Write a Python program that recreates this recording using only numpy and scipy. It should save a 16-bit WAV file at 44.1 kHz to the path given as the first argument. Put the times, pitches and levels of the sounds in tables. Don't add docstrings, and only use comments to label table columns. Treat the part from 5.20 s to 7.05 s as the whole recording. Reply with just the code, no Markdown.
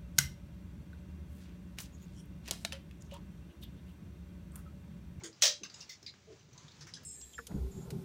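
import sys
import numpy as np
from scipy import signal
from scipy.fft import rfft, irfft
from scipy.io import wavfile
from scipy.ndimage import uniform_filter1d

SR = 44100
rng = np.random.default_rng(int(sys.argv[2]) if len(sys.argv) > 2 else 0)


def file_out(sig):
    cols = np.atleast_2d(sig).T
    lim = np.clip(cols, -1, 1)
    pcm = np.round(lim * 32767).astype(np.int16)
    wavfile.write(sys.argv[1], SR, pcm)


def volts(x):
    e = np.asarray(x, float) / 20
    return 10 ** e


N = 81585
MIC_PEAK_HZ = 15300


def unit(x):
    return x / np.sqrt(np.mean(x ** 2))


def colour(x, points):
    p = np.array(points)
    f = np.maximum(np.arange(4097) * SR / 8192, 1)
    log_gain = np.interp(np.log(f), np.log(p[:, 0]), p[:, 1]) * np.log(10) / 20
    cepstrum = irfft(log_gain)
    cepstrum[1:4096] *= 2
    cepstrum[4097:] = 0
    response = irfft(np.exp(rfft(cepstrum)))
    return signal.fftconvolve(x, response)[:len(x)]


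def band(x, hz, width_hz):
    b, a = signal.iirpeak(min(hz, SR / 2.2), max(hz / width_hz, .3), SR)
    return signal.lfilter(b, a, signal.lfilter(b, a, x))


def mode(x, hz, t60):
    decay = np.log(1000) / (max(t60, .005) * SR)
    return signal.lfilter([1], [1, -np.exp(2j * np.pi * hz / SR - decay)], x).imag


def fade(t, hold, t60):
    knee = hold / 4 + 1e-4
    return (t >= 0) * volts(-60 / t60 * knee * np.logaddexp(0, (t - hold) / knee))


def walk(rate):
    k = int(SR / rate)
    steps = np.repeat(rng.standard_normal(N // k + 1), k)
    return unit(uniform_filter1d(uniform_filter1d(steps, k), k // 2)[:N])


def curve(rows):
    return volts(np.interp(np.arange(N) / SR, *np.array(rows).T))


def grainy(n, size):
    jumps = np.repeat(rng.standard_normal((n, size // 60 + 1)), 60, axis=1)
    jumps = uniform_filter1d(jumps, 30, axis=1)[:, :size]
    return rng.standard_normal((n, size)) * volts(1.5 * jumps)


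# [t/s, level/dB]
RUMBLE_LEVEL = [(0, -56.5), (.15, -67), (.5, -64), (.75, -65), (1., -62), (1.3, -59.5), (1.55, -62),
                (1.85, -60)]
# [f/Hz, level/dB]
RUMBLE_COLOUR = [(26, -44), (45, -9.5), (67, -4), (145, -1.5), (244, -9.5), (448, -15), (504, -21),
                 (600, -23.5), (780, -51), (1320, -120)]


def rumble():
    lumps = volts(1.5 * walk(11.96))
    return curve(RUMBLE_LEVEL) * unit(colour(rng.standard_normal(N), RUMBLE_COLOUR) * lumps)


# [t/s, level/dB]
HISS_LEVEL = [(0, -60.5), (.1, -66.5), (.2, -66), (.4, -71), (.6, -61.5), (.8, -67), (1., -67), (1.15, -65),
              (1.28, -69), (1.35, -63), (1.45, -63), (1.58, -64.5), (1.85, -65.5)]
# [f/Hz, level/dB]
HISS_COLOUR = [(350, -13), (500, -6), (1000, -6), (7000, -9), (8400, -24.5), (12500, -38), (14000, -48),
               (15200, -30)]


def hiss():
    hits = rng.random(N) < 250 / SR
    grit = hits * volts(np.minimum(3 * rng.exponential(size=N), 6))
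    tail = rng.standard_normal(600) * volts(-60 * np.arange(600) / SR / .015)
    rattle = unit(signal.fftconvolve(grit, tail)[:N])
    air = rng.standard_normal(N) * volts(1.5 * walk(12.9)) + volts(-7) * rattle
    self_noise = volts(-91) * unit(band(rng.standard_normal(N), MIC_PEAK_HZ, 2240))
    return curve(HISS_LEVEL) * unit(colour(air, HISS_COLOUR)) + self_noise


# [t/s, level/dB, f/Hz, 60 dB decay/s]
PINGS = [(.0085, -52, 2200, .03), (.038, -47, 8200, .04), (.436, -58, 11000, .04), (.2105, -50, 3050, .03),
         (.696, -49, 2070, .1), (.6945, -50, 5900, .04), (.4345, -38.5, 6160, 0.047),
         (0.434, -45, 2705, .05), (.436, -46.5, 1570, 0.033), (0.5418, -47, 6850, .08),
         (1.3785, -55, 3990, 0.056), (1.7376, -34, 5030, 0.02), (1.738, -38.5, 4000, .02),
         (1.7396, -47, 6000, .03), (1.7395, -52.5, 8100, .04), (1.7397, -55, 9490, .04)]


def pings():
    out = np.zeros(N)
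    for s, db, hz, t60 in PINGS:
        age = np.maximum(np.arange(N) / SR - s, 0)
        shape = volts(db - 60 * age / t60) * np.clip(age / 0.00051, 0, 1)
        out += shape * np.sin(2 * np.pi * hz * age)
    return out


# [t/s, level/dB, f/Hz, push length/s, roughness from 0 to 1]
KNOCKS = [(.009, -59, 850, 0.018, 1.2), (.04, -57, 440, 0.059, 0.69), (0.0169, -56, 150, 0.019, 0.6),
          (.301, -62, 185, 0.021, 0.41), (0.406, -57, 320, 0.043, 0.79), (.825, -58, 317, 0.019, 0.71),
          (1.08, -60, 160, 0.02, 0.4), (1.099, -53.5, 364, 0.04, 0.54), (1.07, -62, 621, 0.071, 0.49),
          (1.346, -66, 1000, 0.15, 0.56), (1.44, -50.5, 147.3, 0.016, 0.2),
          (1.605, -53, 148.7, 0.033, 0.13), (1.64, -58, 330, 0.02, 0.4), (1.765, -55, 1647, 0.011, 0.5),
          (1.83, -57, 160, 0.016, 0.3), (1.02, -60, 80, .05, .3), (1.32, -57, 125, .04, .3),
          (1.63, -55, 90, .03, .3), (1.72, -55, 163, .05, .3), (.83, -60, 95, .03, .3)]


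def knocks():
    t = np.arange(N) / SR
    out = np.zeros(N)
    for (s, db, hz, push_s, rough), noise in zip(KNOCKS, rng.standard_normal((len(KNOCKS), N))):
        rough = np.clip(rough, .05, 1)
        shape = np.clip((t - s) / 0.0047, 0, 1) * fade(t - s, push_s, 0.14)
        tone = np.sqrt(2) * np.sin(2 * np.pi * hz * (t - s))
        blur = unit(band(noise, hz, hz * rough ** 2))
        out += volts(db) * shape * ((1 - rough) * tone + rough * blur)
    return out


# [t/s, level/dB, f/Hz, length/s, starting pitch as a ratio]
GROANS = [
    (0.023, -49, 326, .122, 1.3),
    (1.069, -54, 448.4, 0.098, 0.85),
    (.415, -54, 190, .04, 1.15),
]


def groans():
    out = np.zeros(N)
    for s, db, hz, length, ratio in GROANS:
        age = np.maximum(np.arange(N) / SR - s, 0)
        slide = (ratio - 1) * np.exp(-age / .012)
        pitch = hz * (1 + slide + .012 * walk(41))
        sag_db = -55 * age + 1.3 * walk(59.74)
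        shape = np.clip(age / 0.015, 0, 1) * fade(age, length, 0.067) * volts(sag_db)
        out += volts(db + 3) * shape * np.sin(2 * np.pi * np.cumsum(pitch) / SR)
    return out


# [t/s, peak level/dB, top sparkle/dB, hold/s, first snap over the hold/dB]
SNAPS = [
    (0.0369, -32, -30, 0.029, -17),
    (0.4341, -32, -34, 0.021, -9),
    (0.5425, -39, -58, 0.035, 7),
    (0.6067, -37.5, -33, 0.02, -8),
    (0.6942, -33, -26, 0.038, -3.5),
    (0.8645, -37, -51, 0.023, -4),
    (1.609, -36.5, -46, 0.023, -14),
    (1.6694, -44, -26, 0.024, -2),
    (1.741, -37, -50, 0.022, -8),
]
# [f/Hz, width/Hz, level/dB]
FITTINGS = [
    [(1930, 1400, -3.5), (3380, 1180, -1), (4600, 1500, -9), (6600, 700, 1), (7480, 260, -5.5),
     (8400, 770, -9)],
    [(1190, 280, -10.5), (1570, 170, -11), (2070, 300, -10), (2710, 270, -4), (3960, 560, -5),
     (4500, 280, -8.5), (5020, 380, -2), (5570, 200, -16), (6210, 200, -4), (7800, 200, -23)],
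    [(2850, 280, -11), (3900, 600, -12), (5000, 500, -8), (6850, 400, -4), (7700, 250, -12)],
    [(2770, 96, -6), (5100, 1600, 3.5)],
    [(2070, 300, -7.5), (3710, 340, -10.5), (4430, 130, -10.5), (5300, 1500, -2), (6530, 300, -13.5)],
    [(2240, 520, -4.5), (4150, 560, 5), (4720, 480, 4.5)],
    [(5200, 1670, -2), (1480, 1300, -8)],
    [(1680, 1900, 3.5), (5370, 1640, 3.5)],
    [(3400, 370, -4.5), (4000, 700, -3), (4950, 900, 3), (6000, 300, -2.5), (7430, 360, -9.5),
     (9630, 270, -21)],
]


def snaps():
    out, size = np.zeros(N + SR), SR // 4
    t = np.arange(size) / SR
    rise = np.clip(t / .0015, 0, 1)
    for (s, db, top_db, hold, first_db), peaks, noise in zip(SNAPS, FITTINGS, grainy(len(SNAPS), size)):
        first = volts(first_db) * fade(t, 0.0012, 0.021)
        long = noise * rise * (first + fade(t, hold, 0.13))
        short = noise * rise * (first + fade(t, hold / 2, 0.092))
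        tone = sum(volts(g) * band(long, hz, width) * np.sqrt(SR / width) for hz, width, g in peaks)
        body = volts(-13.5) * 4 * colour(long, TICK_COLOUR)
        sparkle = band(short, MIC_PEAK_HZ, 1400) + 0.1 * band(short * fade(t, .004, .06), 11000, 3000)
        i = int((s - .002) * SR)
        out[i:i + size] += volts(db - 19.5) * (tone + body + volts(top_db + 26.5) * sparkle)
    return out[:N]


# [t/s, peak level/dB, main ring f/Hz, lower ring/dB, top sparkle/dB]
TICKS = [(0.13, -51, 4950, -14, -43), (0.164, -60, 5370, -26, -64), (0.5, -44.5, 4720, -9.5, -31),
         (0.8287, -48, 5200, -11.5, -19), (0.9396, -56.5, 3650, 2.5, -53), (1.1263, -60, 4940, -10, -33),
         (1.195, -58, 6000, -8, -25), (1.21, -59, 2780, -15, -50), (1.434, -56, 6960, -15, -40),
         (0.595, -50, 6800, -13, -30), (1.3313, -52, 6000, -10.5, -21), (1.3794, -44, 6150, -18, -55),
         (1.482, -46.5, 3720, -8.5, -45), (1.519, -55, 4500, -11, -20), (1.8344, -57.5, 5020, -26, -3.5)]
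# [f/Hz, level/dB]
TICK_COLOUR = [(800, -35), (2500, -18), (4000, 8.5), (6000, 4.5), (7500, -3.5), (9000, -31.5), (12000, -33),
               (14000, -40)]


def ticks():
    out, size = np.zeros(N + SR), SR // 4
    t = np.arange(size) / SR
    tail = volts(-5.5) * fade(t, 0.011, 0.24)
    shape = np.clip(t / .0015, 0, 1) * (fade(t, 0.0042, .015) + tail)
    for (s, db, hz, low_db, top_db), noise in zip(TICKS, grainy(len(TICKS), size)):
        ring = unit(band(noise, hz, 660))
        body = volts(-2.5) * unit(colour(noise, TICK_COLOUR))
        low = volts(low_db + 1.5) * unit(band(noise, 1800, 1800))
        sparkle = unit(band(noise, MIC_PEAK_HZ, 1900) + band(noise, 9100, 4400) / 2)
        i = int((s - .002) * SR)
        out[i:i + size] += volts(db - 11.5) * (ring + body + low + volts(top_db + 5.5) * sparkle) * shape
    return out[:N]


# [t/s, level/dB]
CLACK_BLOWS = [(0.2212, -1), (0.2227, -1), (0.2244, -0.5), (0.228, -3), (0.2339, -1.5), (0.238, -3),
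               (0.2553, -3.5), (0.259, -9), (0.268, -8), (0.2775, -9), (0.281, -14)]
# [f/Hz, level/dB]
CLACK_COLOUR = [(450, -76), (800, -17), (2000, -7.5), (3500, -0.5), (6030, 5.5), (8500, -10.5),
                (12500, -27.5), (15000, -13.5)]
CLACK_START_S, CLACK_HOLD_S = CLACK_BLOWS[0][0], 0.049


def scrape():
    t = np.arange(N) / SR
    shape = np.clip((t - 0.2125) / 0.0042, 0, 1) * (t < CLACK_START_S)
    return volts(-48) * shape * unit(band(rng.standard_normal(N), 4500, 6000))


def blows_in_cabin():
    t = np.arange(N) / SR
    age = t - CLACK_START_S
    noise = rng.standard_normal(N)
    echoes = rng.standard_normal(N) + grainy(1, N)[0] / 2
    bursts = sum(volts(db) * np.clip((t - s) / 0.00038, 0, 1) * volts(-60 * np.abs(t - s) / 0.012)
                 for s, db in CLACK_BLOWS)
    dull = signal.sosfilt(signal.butter(2, 8000, fs=SR, output="sos"), echoes)
    treble = echoes - dull
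    cabin = dull * fade(age, CLACK_HOLD_S, 0.21) + treble * fade(age, CLACK_HOLD_S, .13)
    cabin = np.clip(age / 0.0074, 0, 1) * cabin
    gain = 1 / np.sqrt(np.mean(colour(noise, CLACK_COLOUR) ** 2))
    return gain * colour(cabin + volts(9.5) * noise * bursts, CLACK_COLOUR)


CLACK_MODE_HZ = [1852, 2449, 2772, 3229, 3566, 3940, 4607, 4885, 5170, 5221, 5413, 5870, 6027, 6270]
# [level/dB, 60 dB decay/s]
CLACK_MODES = [(-3.5, 0.21), (-12, 0.21), (-10, 0.47), (-4, 0.57), (-7, 0.4), (-1, 0.56), (-12, .3),
               (-4, .3), (-4, 0.53), (-4, .2), (-4, .3), (-8, .35), (-2, 0.24), (-5, 0.36)]


def latch_rings():
    t = np.arange(N) / SR
    age = np.maximum(t - CLACK_START_S, 0)
    rings = sum(volts(db + 3.2 * walk(40)) * fade(age, CLACK_HOLD_S, t60) * np.sin(2 * np.pi * hz * age)
                for hz, (db, t60) in zip(CLACK_MODE_HZ, CLACK_MODES))
    push = rng.standard_normal(N) * fade(t - CLACK_START_S, 0.024, 0.054)
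    sheet = sum(volts(-12 * weak) * mode(push, 1500 + 6500 * place, .3 * (0.46 + decay / 2))
                for place, weak, decay in rng.random((70, 3)))
    sheet = colour(sheet, CLACK_COLOUR)
    both = rings * volts(-2) / np.max(np.abs(rings)) + sheet * volts(-3) / np.max(np.abs(sheet))
    return 2 * both * fade(age, .15, .15)


DOOR_HZ = [500, 547, 600, 650, 745]
# [level/dB, 60 dB decay/s]
DOOR_MODES = [(-46, 1.5), (-43, .9), (-38.5, .6), (-46, .5), (-44.5, .25)]


def door_panel():
    age = np.maximum(np.arange(N) / SR - CLACK_START_S, 0)
    hum = sum(volts(db - 60 * age / t60) * np.sin(2 * np.pi * hz * age)
              for hz, (db, t60) in zip(DOOR_HZ, DOOR_MODES))
    tail = volts(-57) * fade(age, .16, .2) * np.sin(2 * np.pi * 590 * age)
    hum = (hum * fade(age, .105, .12) + tail) * volts(0.41 * walk(43.7))
    rough = volts(-49) * fade(age, 0.042, 0.14) * unit(band(rng.standard_normal(N), 616, 150))
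    return (hum + rough) * (1 - np.exp(-age / 0.004)) ** 2


def clack():
    return scrape() + volts(-25.5) * (blows_in_cabin() + latch_rings()) + door_panel()


def scene():
    running = rumble() + hiss()
    panels = knocks() + groans()
    metal = pings() + snaps() + ticks() + clack()
    return (running + panels + metal)[None]


def top_cut(x):
    return signal.sosfilt(signal.butter(12, 16960, fs=SR, output="sos"), x)


def record(dry):
    mix = signal.sosfilt(signal.butter(5, 62, "high", fs=SR, output="sos"), dry)
    mix = signal.sosfilt(signal.ellip(10, .2, 60, 15720, fs=SR, output="sos"), mix)
    return top_cut(mix)


dry = scene()
out = record(dry)
file_out(out)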